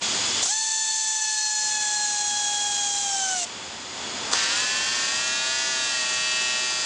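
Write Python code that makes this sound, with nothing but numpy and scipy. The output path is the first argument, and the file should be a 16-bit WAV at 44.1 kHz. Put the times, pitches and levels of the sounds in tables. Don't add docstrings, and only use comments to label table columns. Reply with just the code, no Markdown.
import sys
import numpy as np
from scipy import signal
from scipy.fft import rfft, irfft
from scipy.io import wavfile
from scipy.ndimage import uniform_filter1d

SR = 44100
rng = np.random.default_rng(int(sys.argv[2]) if len(sys.argv) > 2 else 0)


def to_wav(s):
    ch = np.atleast_2d(s).T
    pcm = np.round(np.clip(ch, -1, 1) * 32767)
    wavfile.write(sys.argv[1], SR, pcm.astype(np.int16))


N = 302085
TIME = np.arange(N) / SR
BINS = np.fft.rfftfreq(N, 1 / SR)


# time_s, vane_rate_hz
LOADED_SPEED = [(0.56, 881.1), (1.02, 876.2), (1.57, 855.1), (1.63, 859.0), (2.13, 834.7), (2.67, 824.8),
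                (3.02, 812.0), (3.33, 750.7), (3.46, 679.8)]
MOTOR_START_S, SPIN_UP_S, STALL_S = .444, .023, 3.46

def tension_motor():
    running_s = np.maximum(TIME - MOTOR_START_S, 0)
    vane_hz = curve(LOADED_SPEED) * (1 - np.exp(-running_s / SPIN_UP_S))
    angle = 2 * np.pi * np.cumsum(vane_hz * (1 + .0018 * wander(73))) / SR
    return reverberate(vane_whine(vane_hz, angle) + exhaust_jet(angle), t60_s=.5, wet_db=-18)


# harmonic, level_db
STRONG_PARTIALS = [(1, -44.5), (2, -49.5), (3, -50), (4, -39), (5, -42.5), (6, -48.5), (7, -43.5)]
# harmonic, relative_level_db
WEAK_PARTIALS = [(8, 8.5), (9, -11), (10, -8.5)]
# centre_hz, width_hz, gain_db
PORT_RESONANCES = [(760, 220, 12.5), (1507, 82, 13), (1621, 45, -10), (1683, 234, 14.5), (2555, 13, 9.1),
                   (2600, 15, 6.5), (3316, 130, 9.5), (3354, 45, -14.5), (3440, 25, -17), (3830, 115, -11),
                   (4201, 68, 8), (4304, 61, 8.5), (4406, 43, 9), (5150, 79, 8), (5490, 90, 12),
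                   (6095, 250, 10)]
# centre_hz, width_hz, gain_db
CASING_RESONANCES = [(7570, 82, 20.5), (7870, 280, 16.5), (6120, 180, 7)]

def vane_whine(vane_hz, angle):
    near_stall = np.exp(np.minimum(TIME - STALL_S, 0) / .16)
    stutter_db, dulling_db_per_harmonic = 7, 1.8

    def partial(k):
        strain_db = near_stall * (k > 1) * (stutter_db * wander(19) - dulling_db_per_harmonic * k)
        flutter_db = (1.12 + .17 * k) * wander(41)
        return amp(flutter_db + strain_db) * np.cos(k * angle + 2 * np.pi * rng.random())

    strong = sum(amp(db) * resonance(PORT_RESONANCES, k * vane_hz) * partial(k)
                 for k, db in STRONG_PARTIALS)
    weak = sum(amp(db + 2 * wander(7.5)) * partial(k) for k, db in WEAK_PARTIALS)
    weak = shaped(weak, resonance(CASING_RESONANCES))
    return (np.sqrt(2) * strong + amp(-39) * weak) * gate(.453, STALL_S, .075, .022)


# frequency_hz, gain_db
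JET_SPECTRUM = [(400, -25.5), (1300, -22), (2200, -16.5), (2800, -12), (3300, -9), (3900, -7), (4700, -7),
                (5500, -3.5), (6200, 1), (7000, 1), (7700, -1), (8200, -15), (9000, -15.5), (10200, -25.5)]

def exhaust_jet(angle):
    surge_db = 4 * np.clip((.53 - TIME) / .015, 0, 1)
    puffs = rng.standard_normal(N) * (1 + .23 * np.cos(angle)) * amp(.59 * wander(60))
    muffler = resonance([(3030, 57, 2.3), (7380, 250, 3), (8340, 95, 10.1), (9300, 40, 8.7)])
    jet = shaped(puffs, colour(JET_SPECTRUM) * muffler)
    return jet * amp(-28.5 + surge_db) * gate(.41, 3.455, .019, .011)


# time_s, stroke_rate_hz
SHOE_SPEED = [(4.36, 102.8), (4.41, 104.4), (4.45, 102.9), (4.6, 113.5), (4.92, 119.9), (5.02, 120.8),
              (5.24, 127.4), (5.56, 131.0), (5.7, 131.6), (6.03, 125.3), (6.59, 125.5), (6.75, 125.0)]
# time_s, roughness_fraction
SHOE_ROUGHNESS = [(4.34, .74), (4.6, .58), (5.08, .52), (5.35, .28), (5.8, .27), (5.97, .48), (6.3, .25),
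                  (6.85, .27)]
WELD_START_S = 4.34

def friction_welder():
    stroke_hz, roughness = curve(SHOE_SPEED), curve(SHOE_ROUGHNESS)
    coldness = np.exp(-np.maximum(TIME - WELD_START_S, 0) / .24)
    force = amp(-26 + 2.5 * coldness)
    angle = 2 * np.pi * np.cumsum(stroke_hz) / SR + .021 * roughness * wander(90)
    harmonics = np.arange(1, 84)
    phases = np.cumsum(1.7 * rng.standard_normal(len(harmonics))) - .024 * harmonics ** 2
    singing, singing_power = strap_singing(stroke_hz, angle, phases)
    remainder = np.sqrt(np.maximum(force ** 2 - singing_power, force ** 2 / 10))
    buzz = remainder * np.sqrt(1 - roughness ** 2) * shoe_knocks(angle, harmonics, phases)
    rasp = remainder * roughness * strap_rasp(angle)
    strokes = (singing + buzz) * amp(1.07 * roughness * wander(120))
    return reverberate(strokes + rasp, t60_s=.2, wet_db=-18) * gate(WELD_START_S, 7, .014, .01)


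# harmonic, level_db
SINGING_PARTIALS = [(9, -46.5), (13, -44), (15, -42), (21, -44), (23, -44), (25, -46), (27, -44),
                    (29, -44.5)]
# centre_hz, width_hz, gain_db
STRAP_RESONANCES = [(1034, 232, 4.5), (1426, 36, 8.5), (1632, 23, -5.2), (1750, 386, 7.5), (1942, 42, -3.6),
                    (2667, 192, 9.3), (2886, 21, 3.7), (3012, 240, -5.2), (3164, 135, 7.2),
                    (3288, 54, -4.1), (3349, 240, 4.4), (3650, 39, -7.3), (3749, 69, 9.2)]
# peak_s, spread_s, centre_hz, width_hz, gain_db
LATE_RESONANCE = (6.4, .25, 2740, 420, 5.5)
MELT_S, MELT_DB_PER_S = 6.52, 11

def strap_singing(stroke_hz, angle, phases):
    peak_s, spread_s, centre_hz, width_hz, gain_db = LATE_RESONANCE
    late_mode = [(centre_hz, width_hz, gain_db * np.exp(-((TIME - peak_s) / spread_s) ** 2))]
    singing = power = 0
    for k, db in SINGING_PARTIALS:
        strength = amp(db) * resonance(STRAP_RESONANCES, k * stroke_hz)
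        singing += strength * resonance(late_mode, k * stroke_hz) * np.cos(k * angle + phases[k - 1])
        power += strength ** 2
    melt_fade = amp(-MELT_DB_PER_S * np.maximum(TIME - MELT_S, 0))
    return np.sqrt(2) * singing * melt_fade, power


# frequency_hz, gain_db
KNOCK_SPECTRUM = [(125, -34), (375, -10), (630, 1), (880, -1), (1150, 3), (1900, 3), (2700, 3), (3500, .5),
                  (4700, -.5), (6000, -2.5), (7550, -3.5), (8000, -12), (9500, -20), (10500, -32)]
# centre_hz, width_hz, gain_db
HOUSING_RESONANCES = [(1300, 110, -6), (1430, 90, 4), (1780, 200, 7), (2170, 190, -9), (2450, 120, 3),
                      (2790, 60, -4), (3000, 70, -4), (3130, 70, 6), (3420, 70, 7), (3510, 60, 4),
                      (3640, 80, -6), (3745, 55, 3), (4060, 160, 4), (4260, 90, -5), (4530, 80, 7),
                      (4660, 70, 5), (4865, 90, 10), (5100, 150, -4), (5260, 60, 4), (6150, 140, 5),
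                      (6770, 100, 5), (7580, 110, 6)]

def shoe_knocks(angle, harmonics, phases):
    drift_times_s = np.linspace(4.3, 6.9, num=14)
    depth_db = 3.2 * np.minimum(harmonics / 40, 1)
    drifts_db = depth_db[:, None] * rng.standard_normal((len(harmonics), len(drift_times_s)))
    knocks = np.zeros(N)
    for k, phase, drift_db in zip(harmonics, phases, drifts_db):
        if k not in dict(SINGING_PARTIALS):
            weight = 1 if k % 2 else .36 + .64 / (1 + (25 / k) ** 10)
            knocks += weight * np.interp(TIME, drift_times_s, amp(drift_db)) * np.cos(k * angle + phase)
    buzz = shaped(knocks, colour(KNOCK_SPECTRUM) * resonance(HOUSING_RESONANCES))
    running_rms = np.sqrt(uniform_filter1d(buzz ** 2, size=6000))
    return buzz / running_rms


# frequency_hz, gain_db
RASP_SPECTRUM = [(290, -35), (600, -16), (1100, -8.5), (1700, -1), (2200, -5), (2700, -1.5), (3600, -3),
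                 (4700, 2.5), (6000, 1), (7500, -7.5), (8000, -14), (9200, -15), (10200, -26)]

def strap_rasp(angle):
    rubbing = rng.standard_normal(N) * (1 + .26 * np.cos(angle) + .18 * np.cos(2 * angle))
    modes = resonance([(1190, 440, 4.8), (1860, 71, 13), (2610, 400, 3.6), (4470, 300, 1)])
    return shaped(rubbing, colour(RASP_SPECTRUM) * modes)


def welder_exhaust():
    air = shaped(rng.standard_normal(N), colour(JET_SPECTRUM)) * amp(4.1 * wander(40))
    return amp(-40) * air * gate(WELD_START_S, 7, .014, .01)


# start_s, level_db, decay_s
LEVER_BLOWS = [(.427, -21, .008), (.456, -26, .012), (4.3145, -27, .012), (4.324, -24, .012),
               (4.330, -22, .005), (4.3343, -12, .0009), (4.3354, -11.5, .0009), (4.340, -25, .006)]
# frequency_hz, gain_db
METAL_SPECTRUM = [(35, -44), (60, -44), (773, 2.5), (1680, -4), (2080, -15), (2260, -44), (3400, -1.5),
                  (3790, -6.5), (4800, 2.5), (5460, -6), (6080, 0), (7380, -5), (8100, -10), (10200, -34),
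                  (13200, -58), (22000, -120)]

def lever_clacks():
    envelope = sum(amp(db) * (TIME >= start_s) * np.exp(-abs(TIME - start_s) / decay_s)
                   for start_s, db, decay_s in LEVER_BLOWS)
    modes = resonance([(3420, 350, 5.1), (4960, 200, 1.7)])
    metal = shaped(rng.standard_normal(N), colour(METAL_SPECTRUM) * modes)
    return reverberate(envelope * metal, t60_s=.1, wet_db=-12)


# time_s, relative_level_db
BACKGROUND_LEVEL = [(0, -62), (0.02, -40.5), (0.41, -40.5), (0.53, -59.5), (1.53, -60.5), (1.65, -53.3),
                    (2.7, -50.5), (3.4, -49), (3.48, -46.5), (3.88, -46.5), (4.03, -43), (4.32, -40),
                    (4.4, -43.8), (5.3, -47.0), (6.85, -47.5)]
# frequency_hz, gain_db
BACKGROUND_SPECTRUM = [(15, -68), (25, -26), (82, -5), (153, -6.5), (217, -1.5), (474, -5), (745, -3.5),
                       (2310, -7.5), (3370, -5.5), (3820, -9), (4910, -6), (5570, -12), (6980, -8.5),
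                       (9440, -32), (10200, -51), (13200, -81), (22000, -120)]
# centre_hz, width_hz, gain_db
BACKGROUND_PEAKS = [(80, 9.1, 1.8), (95, 6.8, 3), (382.6, 7.5, 7.4), (903, 71, 4.2), (3415, 67, 9),
                    (5000, 150, 1.7), (6770, 170, 3.3), (7100, 180, 3.8)]

def background_rush():
    spectrum = colour(BACKGROUND_SPECTRUM) * resonance(BACKGROUND_PEAKS)
    high_pass = BINS ** 2 / (BINS ** 2 + 2800 ** 2)
    rush = shaped(rng.standard_normal(N), spectrum) * amp(curve(BACKGROUND_LEVEL) + 11)
    leak = shaped(rng.standard_normal(N), spectrum * high_pass)
    return rush + amp(-27) * leak * gate(.013, .44, .013, .032)


def amp(db):
    return 10 ** (np.asarray(db) / 20)


def curve(rows):
    return np.interp(TIME, *np.transpose(rows))


def colour(points):
    hz, db = np.transpose(points)
    return amp(np.interp(np.log(BINS + 1), np.log(hz + 1), db))


def resonance(peaks, at_hz=BINS):
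    return amp(sum(db / (1 + (2 * (at_hz - hz) / width) ** 2) for hz, width, db in peaks))


def shaped(x, gain):
    filtered = irfft(rfft(x) * gain, N)
    return filtered / np.sqrt(np.mean(filtered ** 2) + 1e-20)


def wander(cutoff_hz):
    return shaped(rng.standard_normal(N), 1 / (1 + (BINS / cutoff_hz) ** 4))


def gate(start_s, stop_s, rise_s, fall_s):
    return np.clip((TIME - start_s) / rise_s, 0, 1) * np.clip((stop_s - TIME) / fall_s, 0, 1)


def reverberate(x, t60_s, wet_db):
    t = TIME[:SR // 2]
    reflections = rng.standard_normal(len(t)) * amp(-60 * t / t60_s) * (t > .002)
    return x + amp(wet_db) * signal.oaconvolve(x, reflections / np.linalg.norm(reflections))[:N]


def scene():
    return (background_rush() + tension_motor() + friction_welder()
            + welder_exhaust() + lever_clacks())[None]


def record(dry):
    microphone = colour([(20, -5.5), (7600, 1), (8100, 4.5), (9300, 3), (10300, -1)])
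    heard = irfft(rfft(dry[0]) * microphone, N)
    low_pass = signal.firwin(301, cutoff=10400, window=("kaiser", 8), fs=SR)
    return signal.oaconvolve(heard, low_pass, "same")[None]


dry = scene()
out = record(dry)
to_wav(out)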